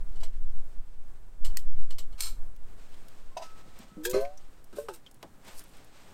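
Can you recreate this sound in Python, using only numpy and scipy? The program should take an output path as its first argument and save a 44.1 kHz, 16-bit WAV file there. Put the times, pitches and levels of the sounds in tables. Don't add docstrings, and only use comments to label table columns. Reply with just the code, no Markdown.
import sys
import numpy as np
from scipy import signal
from scipy.fft import rfft, irfft
from scipy.io import wavfile
from scipy.ndimage import uniform_filter1d

SR = 44100
rng = np.random.default_rng(int(sys.argv[2]) if len(sys.argv) > 2 else 0)


def waveform_to_disk(signal):
    frames = np.transpose(np.atleast_2d(signal))
    scaled = np.clip(frames, -1, 1) * 32767
    samples = np.round(scaled).astype(np.int16)
    wavfile.write(sys.argv[1], SR, samples)


N = 270421
T = np.arange(N) / SR


def undb(db):
    return 10 ** (np.asarray(db) / 20)


def curve(rows, column=1):
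    rows = np.array(rows)
    return np.interp(T, rows[:, 0], rows[:, column])


def add(out, at_s, sound):
    start = int(at_s * SR)
    out[start:start + len(sound)] += sound[:N - start]


def colour_db(points, hz):
    f, db = np.transpose(points)
    return np.interp(np.log(hz + 1), np.log(f), db)


def response(db_of_hz, size=2048):
    hz = np.arange(size // 2 + 1) * SR / size
    cepstrum = irfft(np.log(undb(db_of_hz(hz)) + 1e-6))
    cepstrum[1:size // 2] *= 2
    cepstrum[size // 2 + 1:] = 0
    h = irfft(np.exp(rfft(cepstrum)))
    return h / np.linalg.norm(h)


def grains(count, spread_db):
    x = rng.standard_normal(count) * undb(spread_db * rng.standard_normal(count))
    return x / x.std()


def fade(t, rise_s, t60_s):
    return np.minimum(t / rise_s, 1) * undb(-60 * np.maximum(t - rise_s, 0) / t60_s)


def burst(db, rise_s, t60_s, click_db=16):
    t = T[:SR // 2]
    force = fade(t, rise_s, t60_s) * grains(len(t), spread_db=4.5)
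    force[int(rise_s * SR)] += undb(click_db) * np.exp(-rise_s / 0.00084)
    return undb(db) * force


def walk(rate):
    k = int(SR / rate)
    steps = np.repeat(rng.standard_normal(N // k + 1), k)
    x = uniform_filter1d(steps, k)[:N]
    return x / x.std()


def shaped(x, points):
    gain = undb(colour_db(points, np.arange(N // 2 + 1) * SR / N))
    y = irfft(rfft(x) * gain, N)
    return y / y.std()


def swells(rows, rest=0):
    power = rest ** 2
    for at_s, db, width_s in rows:
        power = power + undb(db) ** 2 * np.exp(-((T - at_s) / width_s) ** 2)
    return np.sqrt(power)


def tap(at_s, db, centre_hz, t60_s, sharpness, order):
    def resonance_db(hz):
        detune = hz / centre_hz - centre_hz / (hz + 1)
        return -10 * order * np.log10(1 + (sharpness * detune) ** 2)

    out = np.zeros(N)
    add(out, at_s, signal.fftconvolve(burst(db, .0006, t60_s), response(resonance_db)))
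    return out


def sheet_ring(db, t60_s):
    t = T[:SR // 8]
    h = fade(t, 0.001, t60_s) * rng.standard_normal(len(t))
    h *= undb(db) / np.linalg.norm(h)
    h[0] = 1
    return h / np.linalg.norm(h)


def steel(contacts, body, modes):
    t, out = T[:SR // 3], np.zeros(N)
    mode_hz, mode_db, mode_t60 = np.transpose(modes)[:, :, None]
    crowd = sheet_ring(db=-3, t60_s=0.036)
    for at_s, db, rise_s, t60_s, tilt_db, ring_db in contacts:
        sheet = response(lambda hz: colour_db(body, hz) + tilt_db * np.log2(1 + hz / 1000))
        chatter = burst(db, rise_s, t60_s)
        add(out, at_s, signal.fftconvolve(chatter, signal.fftconvolve(sheet, crowd)))
        share = undb(mode_db + 1.0 * rng.standard_normal(mode_db.shape))
        tones = np.sin(2 * np.pi * (mode_hz * t + rng.random(mode_hz.shape)))
        envelope = fade(t, rise_s, np.hypot(mode_t60, t60_s / 2))
        ring = (share * envelope * tones).sum(axis=0)
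        add(out, at_s, undb(db + ring_db) * np.sqrt(2) * ring / np.linalg.norm(share))
    return out


def open_air():
    # f/Hz, relative level/dB
    air_colour = [(30, 5), (70, 6), (130, 3), (250, -0.5), (500, -5.5), (1000, -9.5), (1600, -12.5),
                  (2500, -24.5), (5000, -28), (8500, -21.5), (10500, -26), (16000, -27.5)]
    return shaped(rng.standard_normal(N), air_colour) * undb(-60.5 + 1.6 * walk(6.8))


def wind():
    # f/Hz, relative level/dB
    wind_colour = [(2, 12.5), (6, 26.5), (13, 9.5), (25, -0.5), (40, -8.5), (60, -23.5), (100, -32.5),
                   (200, -46), (500, -64), (1500, -85)]
    # t of the peak/s, level/dB, half-width (at 1/e power)/s
    gusts = [(.05, -38.5, 0.13), (.38, -37.5, 0.14), (.78, -44.5, 0.13), (1.47, -34, 0.052),
             (1.75, -39.5, .11), (2.3, -41.5, 0.16), (3.27, -51, 0.034), (4.05, -60.5, 0.051),
             (4.46, -56, 0.041), (5.62, -58.5, 0.11)]
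    # t/s, level/dB
    breeze = [(0, -52), (2.6, -47), (3.0, -59), (4.6, -59), (5.2, -71), (6.13, -67.5)]
    eddies = shaped(rng.standard_normal(N), wind_colour)
    heard = signal.sosfiltfilt(signal.butter(2, (20, 70), "band", fs=SR, output="sos"), eddies)
    power = uniform_filter1d(heard ** 2, size=SR // 5)
    strength = np.sqrt(uniform_filter1d(power, size=SR // 5))
    return eddies / strength * swells(gusts, rest=undb(curve(breeze)))


def clothes():
    # f/Hz, relative level/dB
    cloth_colour = [(150, 9), (600, 9.5), (1500, 5), (2500, 3.5), (4000, 0.5), (6500, -3.5), (8700, -2),
                    (10000, -20), (13000, -8.5), (16000, -21)]
    # t of the peak/s, level/dB, half-width (at 1/e power)/s
    moves = [(0, -68, 0.24), (3.0, -62.5, 0.26), (3.6, -60.5, 0.22), (3.8, -55.5, 0.039),
             (4.25, -66.5, 0.33), (4.88, -65, .14), (5.49, -52.5, 0.046), (5.6, -58.5, 0.053),
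             (5.78, -58, 0.064), (6.05, -58.5, 0.12)]
    rustle = shaped(grains(N, spread_db=3.5), cloth_colour)
    return rustle * swells(moves, rest=undb(-70)) * undb(2.03 * walk(40))


def sliding_palm():
    # f/Hz, relative level/dB
    grip_colour = [(880, -36), (1500, -18), (3150, -9), (3620, -9), (4420, -2), (6760, -3.5), (8660, 1),
                   (13500, -4), (16000, -12)]
    # t of the peak/s, level/dB, half-width (at 1/e power)/s
    slides = [(5.51, -60, .04), (5.585, -50, 0.024), (5.71, -68, 0.034)]
    catches = grains(N, spread_db=8) * undb(3 * walk(150))
    return shaped(catches, grip_colour) * swells(slides)


def grit(count):
    from_s, to_s = 4.3, 6.05
    level_db, spread_db = -56, 2
    out = np.zeros(N)
    for when, size in rng.random((count, 2)):
        at_s = from_s + when * (to_s - from_s)
        out += tap(at_s, level_db + spread_db * (2 * size - 1), 9400, .03, sharpness=1, order=1)
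    return out


def ticks():
    # t/s, level/dB, f/Hz, sharpness Q
    tick_rows = [(2.563, -54.5, 6000, .17), (2.9426, -55, 3080, 2.5), (3.083, -50.5, 4870, 0.59),
                 (3.789, -49, 9000, .57), (4.25, -43.5, 2140, 7), (4.3743, -50.5, 5800, 8.7),
                 (5.0633, -48, 3140, 15), (5.112, -51.5, 8900, .8), (5.228, -42.5, 2820, 1.5),
                 (5.479, -50, 3000, .95), (5.639, -51.5, 11000, 0.97)]
    return sum(tap(at_s, db, hz, .03 * q ** .22, q, order=1) for at_s, db, hz, q in tick_rows)


def thuds():
    # t/s, level/dB, f/Hz, t60/s
    thud_rows = [(.23, -44, 680, .073), (3.59, -55, 460, 0.034), (3.658, -52.5, 193, 0.14),
                 (3.79, -51.5, 203, 0.3), (3.915, -50, 181, .074), (3.968, -42.5, 209, .087),
                 (4.134, -38, 240, 0.29), (4.727, -46, 246, 0.24), (4.885, -33.5, 927, .029),
                 (5.229, -40.5, 630, 0.1), (5.243, -41, 226, .06)]
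    return sum(tap(*row, sharpness=1.25, order=2) for row in thud_rows)


def stove_contacts():
    # t/s, level/dB, t60/s, tilt/(dB per octave)
    knocks = [(.157, -57, 0.13, -7), (.202, -57, 0.27, -3.5), (.232, -43.5, 0.076, -2.5),
              (1.4463, -38, .11, 1), (1.497, -56, .1, -8), (1.574, -46.5, .15, 6),
              (1.9054, -42.5, 0.043, -2.5), (1.9832, -38.5, 0.077, 1), (2.123, -57.5, .12, -7)]
    contacts = []
    for at_s, db, t60_s, tilt_db in knocks:
        rise_s = 0.0013 * 2 ** (-tilt_db / 6)
        contacts.append((at_s, db, rise_s, t60_s, tilt_db, -10.5 - 0.69 * tilt_db))
        contacts.append((at_s + .013, db - 12.5, 2 * rise_s, 0.14, tilt_db - 2, -5))
    return contacts


def stove():
    # f/Hz, relative level/dB
    body = [(240, -12), (400, -6), (1400, -8), (1650, -15), (2400, -5), (2670, -9.5), (3020, 0.5),
            (3580, -8), (4510, -1.5), (6150, -8.5), (7510, -2), (9760, -10.5), (10200, -16.5),
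            (12900, -8.5), (16000, -26)]
    # f/Hz, relative level/dB, own t60/s
    modes = [(1307, 6, .06), (2200, 1, 0.07), (2970, -6, 0.075), (3170, 7, 0.14), (4360, 6, 0.05),
             (4220, 13, .05), (5300, -13.5, .04), (5900, 3.5, 0.17), (6740, -7, .05), (7410, -12, .05),
             (7950, -23, .04), (8280, 9, 0.051), (9610, -10, .04), (12500, -11, .03), (12902, -3, .03)]
    return steel(stove_contacts(), body, modes)


def snap():
    # t/s, level/dB, t60/s
    snap_row = (1.5708, -22.5, 0.013)
    # f/Hz, width/Hz, height of the boost relative to 7 dB, as a level/dB
    snap_peaks = [(1910, 88, 9), (4330, 170, -8), (5620, 89, -10), (7420, 100, -4), (8500, 160, -3),
                  (9560, 97, -7), (12700, 200, -13), (13600, 270, 3)]
    # f/Hz, relative level/dB
    snap_body = [(350, -40), (600, -10), (1450, -14.5), (1960, -10.5), (2440, -6.5), (3830, -11.5),
                 (4460, 0), (5190, -7), (7110, -1.5), (7620, -11), (8390, 1.5), (10300, -13), (13800, -1.5),
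                 (14700, -13), (16000, -16)]

    def snap_colour_db(hz):
        peaks = sum(undb(d) / np.hypot(1, 2 * (hz - f) / width) for f, width, d in snap_peaks)
        return colour_db(snap_body, hz) + 7 * peaks

    at_s, db, t60_s = snap_row
    out = np.zeros(N)
    add(out, at_s, signal.fftconvolve(burst(db, 0.00044, t60_s), response(snap_colour_db)))
    return out


def grate_contacts(count):
    # t/s, level/dB, rise/s, t60/s, tilt/(dB per octave), ring relative to the contact/dB
    catches = [(2.175, -48, 0.019, .1, -5.5, -8), (2.197, -45, 0.0017, 0.052, -1, -8),
               (2.2048, -25.5, 0.0014, 0.042, 3, -13)]
    first_s, gap_s = 2.221, .0115
    first_db, fall_db = -35.5, 1.88
    first_t60_s, lengthening = 0.049, 1.47
    contacts = list(catches)
    for k in range(count):
        t60_s = first_t60_s * lengthening ** k
        contacts.append((first_s + k * gap_s, first_db - k * fall_db, 0.0011, t60_s, 0.2, -0.5))
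    return contacts


def grate():
    # f/Hz, relative level/dB
    body = [(180, -54), (300, -17), (447, -17.5), (1120, -8), (1210, -11), (1320, -4), (1580, -14),
            (2250, -6.5), (2700, -10.5), (4230, -2.5), (4830, -7.5), (8500, -7), (10700, -15), (13300, -8),
            (16000, -31)]
    # f/Hz, relative level/dB, own t60/s
    modes = [(1330, -6, 0.23), (1800, -15, 0.46), (4020, -5, .16), (4095, 5, 0.17), (4380, 8.5, .08),
             (5198, 5, .13), (5330, -4, 0.13), (5940, -16, .16), (6650, -8, .15), (6970, -4, .18),
             (7140, 2, 0.14), (7500, 1, .16), (8380, 9, 0.1), (8330, -19, .14), (8520, 1, 0.11),
             (8553, 1, 0.12), (9030, 3, 0.12), (8988, 0, .16), (9981, -9, .14), (12950, 4, .08),
             (12700, -8, .14), (13840, -13, .08)]
    return steel(grate_contacts(count=5), body, modes)


def cup_tones():
    # t/s, level/dB, t60/s
    clonks = [(3.3665, -30.5, 0.1), (3.397, -42.5, 0.16), (3.416, -37.5, 0.11)]
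    # nominal f/Hz, relative level/dB
    clonk_modes = [(400, -11), (555, -17), (620, -1.5), (655, 4.5), (695, 5), (770, 1), (860, -5),
                   (940, -1), (992, 1.5), (1045, -25)]
    # t/s, f/Hz, peak level/dB, rise/s, t60/s
    singing = [(3.41, 1295, -50.5, .03, .85), (3.37, 1535, -65, .005, .6), (3.31, 1065, -59, .01, .2),
               (3.88, 1294, -61.5, .03, 1.6)]
    t, out = T[:SR], np.zeros(N)
    for at_s, db, t60_s in clonks:
        tone = np.zeros(len(t))
        for hz, mode_db in clonk_modes:
            detuned_hz = hz * (1 + 0.0067 * rng.standard_normal())
            tone += undb(mode_db) * np.sin(2 * np.pi * detuned_hz * t + rng.uniform(0, 2 * np.pi))
        add(out, at_s, undb(db) * fade(t, 0.0011, t60_s) * tone / tone.std())
    for at_s, hz, db, rise_s, t60_s in singing:
        add(out, at_s, undb(db) * fade(t, rise_s, t60_s) * np.sin(2 * np.pi * hz * t))
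    return out


def cup_contacts():
    # t/s, level/dB, rise/s, t60/s, tilt/(dB per octave), ring relative to the contact/dB
    lifts = [(3.369, -43, .003, 0.092, 0, -1), (3.412, -48, 0.014, 0.21, 0, -5.5)]
    clinks = [(4.032, -41.5, 0.015, 0.063, 2.8, -15), (4.0508, -27.5, 0.0011, 0.086, 1, -4.5),
              (4.0965, -33.5, .001, 0.052, 6.5, -27), (4.11, -35.5, 0.00089, 0.052, 3, -25)]
    scrapes = [(4.13, -36, 0.0042, 0.063, -3.5, -8), (4.138, -37, 0.0023, 0.29, -2, -4),
               (4.167, -43.5, .003, 0.29, -4, -10), (4.198, -49.5, 0.012, 0.12, 7, -9)]
    # f/Hz, relative level/dB
    lift_body = [(760, -28), (1300, -3.5), (2020, -10.5), (2600, -2), (3840, -9), (4440, -10), (4830, -2.5),
                 (6150, -6.5), (6690, -12), (7750, -12.5), (16000, -26)]
    clink_body = [(530, -42), (900, -18.5), (1420, -24), (1620, -4), (1970, -20), (2470, -13),
                  (2890, -20.5), (3340, -10), (3860, -17), (7770, -13.5), (10400, -22.5), (14000, -19),
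                  (16000, -30)]
    scrape_body = [(590, -7), (1000, -4.5), (1910, -14), (2050, -9), (2360, -16), (2470, -11), (3580, -17),
                   (4310, -6.5), (4520, -11.5), (12800, -21), (16000, -30)]
    # f/Hz, relative level/dB, own t60/s
    lift_modes = [(2655, 4, 0.02), (3760, 1, .04), (5000, -5, 0.1), (5980, -2, .055), (6293, -1, .045),
                  (6390, -19, .04), (8100, -4, .06)]
    rim_modes = [(1620, 2.5, 0.081), (1642, 3, 0.062), (1780, -20, .05), (2440, -10, 0.19),
                 (3310, -9, 0.24), (3680, -12, 0.19), (4220, -9, 0.2), (5240, -16, 0.094),
                 (6309, -12, 0.09), (6770, -3, .04), (7250, -10, .04), (7540, -4, 0.042), (9006, -7, .04)]
    base_modes = [(1282, 6.5, 0.12), (2120, 8, 0.11), (2500, 4.5, 0.11), (4230, 3, 0.18), (4620, -12, .1),
                  (5600, -1, 0.092), (6800, -1, .05)]
    lifted = steel(lifts, lift_body, lift_modes)
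    clinking = steel(clinks, clink_body, rim_modes)
    scraping = steel(scrapes, scrape_body, base_modes)
    return lifted + clinking + scraping


def canteen_rubs():
    # t/s, level/dB, rise/s, t60/s, tilt/(dB per octave), ring relative to the contact/dB
    rubs = [(4.726, -52, 0.0028, 0.094, -3.5, -24), (4.748, -49.5, 0.02, 0.23, 1, -22),
            (4.783, -53.5, .003, 0.33, 5.5, -6), (4.8845, -45, 0.0011, 0.16, -3, 7),
            (4.932, -48, 0.0074, 0.12, 5.5, -25)]
    # f/Hz, relative level/dB
    body = [(530, -30), (900, -17), (1080, -21.5), (1460, -9), (1950, -25), (3380, -19.5), (6640, -26),
            (8150, -18), (10400, -29), (13800, -27.5), (16000, -40)]
    # f/Hz, relative level/dB, own t60/s
    modes = [(785, 7, 0.029), (872, 8, 0.11), (1179, -11, .04), (1275, 3, 0.032), (1485, -5, 0.053),
             (3330, -18, 0.043), (4260, -15, .04), (5500, -7, .03)]
    return steel(rubs, body, modes)


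def wall_swing(channels):
    # t/s, contact/s, t60/s, then for the first, second and third mode
    # level/dB, the third before its wall-mode offset
    bumps = [(3.966, .015, 1, -38.5, -53, -61), (4.052, 0.012, 0.79, -31.5, -33, -50),
             (4.14, 0.0066, 0.12, -21, -23, -31), (4.159, .0041, 0.29, -19, -25.5, -29),
             (4.201, 0.024, .26, -50, -29.5, -30.5), (4.769, .0029, 0.08, -38, -45, -66),
             (4.783, 0.0029, .12, -30, -27.5, -60), (4.835, 0.0054, 0.23, -44, -55, -75),
             (4.886, .0023, 0.16, -34.5, -41, -48)]
    swing = np.zeros((channels, N))
    for at_s, contact_s, t60_s, *mode_db in bumps:
        start = int(at_s * SR)
        since = T[:N - start]
        old_ring = swing[:, start:] * np.maximum(1 - since / contact_s, 0)
        new_ring = undb(mode_db)[:, None] * fade(since, contact_s, t60_s)
        swing[:, start:] = old_ring + new_ring
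    return swing


def canteen_tones():
    # t/s, first mode f/Hz, second mode f/Hz
    slosh_up = [(3.97, 309.4, 503.4), (4.03, 309.2, 472), (4.06, 360, 451.7), (4.09, 366, 497),
                (4.15, 383, 514.3), (4.2, 413.7, 530.3), (4.26, 412, 565), (4.36, 426, 592)]
    slosh_back = [(4.77, 406, 577.4), (4.82, 450.7, 583), (4.87, 463, 563.5), (4.892, 410, 572),
                  (4.92, 351, 491), (5.0, 311, 455)]
    # f at rest/Hz, exponent, offset level/dB
    wall_modes = [(615, 1.6, -0.5), (986, .65, -21), (1530, 0, -21)]
    second_rest_hz = 516
    slosh = list(slosh_up) + list(slosh_back)
    first_hz, second_hz = curve(slosh, column=1), curve(slosh, column=2)
    first, second, third = wall_swing(channels=3)
    modes = [(first_hz, first), (second_hz, second)]
    for (hz, bend, db), swing in zip(wall_modes, (third, second, second)):
        modes.append((hz * (second_hz / second_rest_hz) ** bend, undb(db) * swing))
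    out = np.zeros(N)
    for hz, swing in modes:
        rippled_hz = hz * (1 + .003 * walk(80))
        tremble = undb(.7 * walk(60))
        out += swing * tremble * np.sin(2 * np.pi * np.cumsum(rippled_hz) / SR)
    return out


def scene():
    background = open_air() + wind() + clothes() + sliding_palm()
    small_sounds = grit(count=8) + ticks() + thuds()
    wood_stove = stove() + snap() + grate()
    cup = cup_tones() + cup_contacts()
    canteen = canteen_rubs() + canteen_tones()
    return (background + small_sounds + wood_stove + cup + canteen)[None]


def record(dry):
    return signal.sosfilt(signal.ellip(8, .2, 70, 15900, fs=SR, output="sos"), dry)


dry = scene()
out = record(dry)
waveform_to_disk(out)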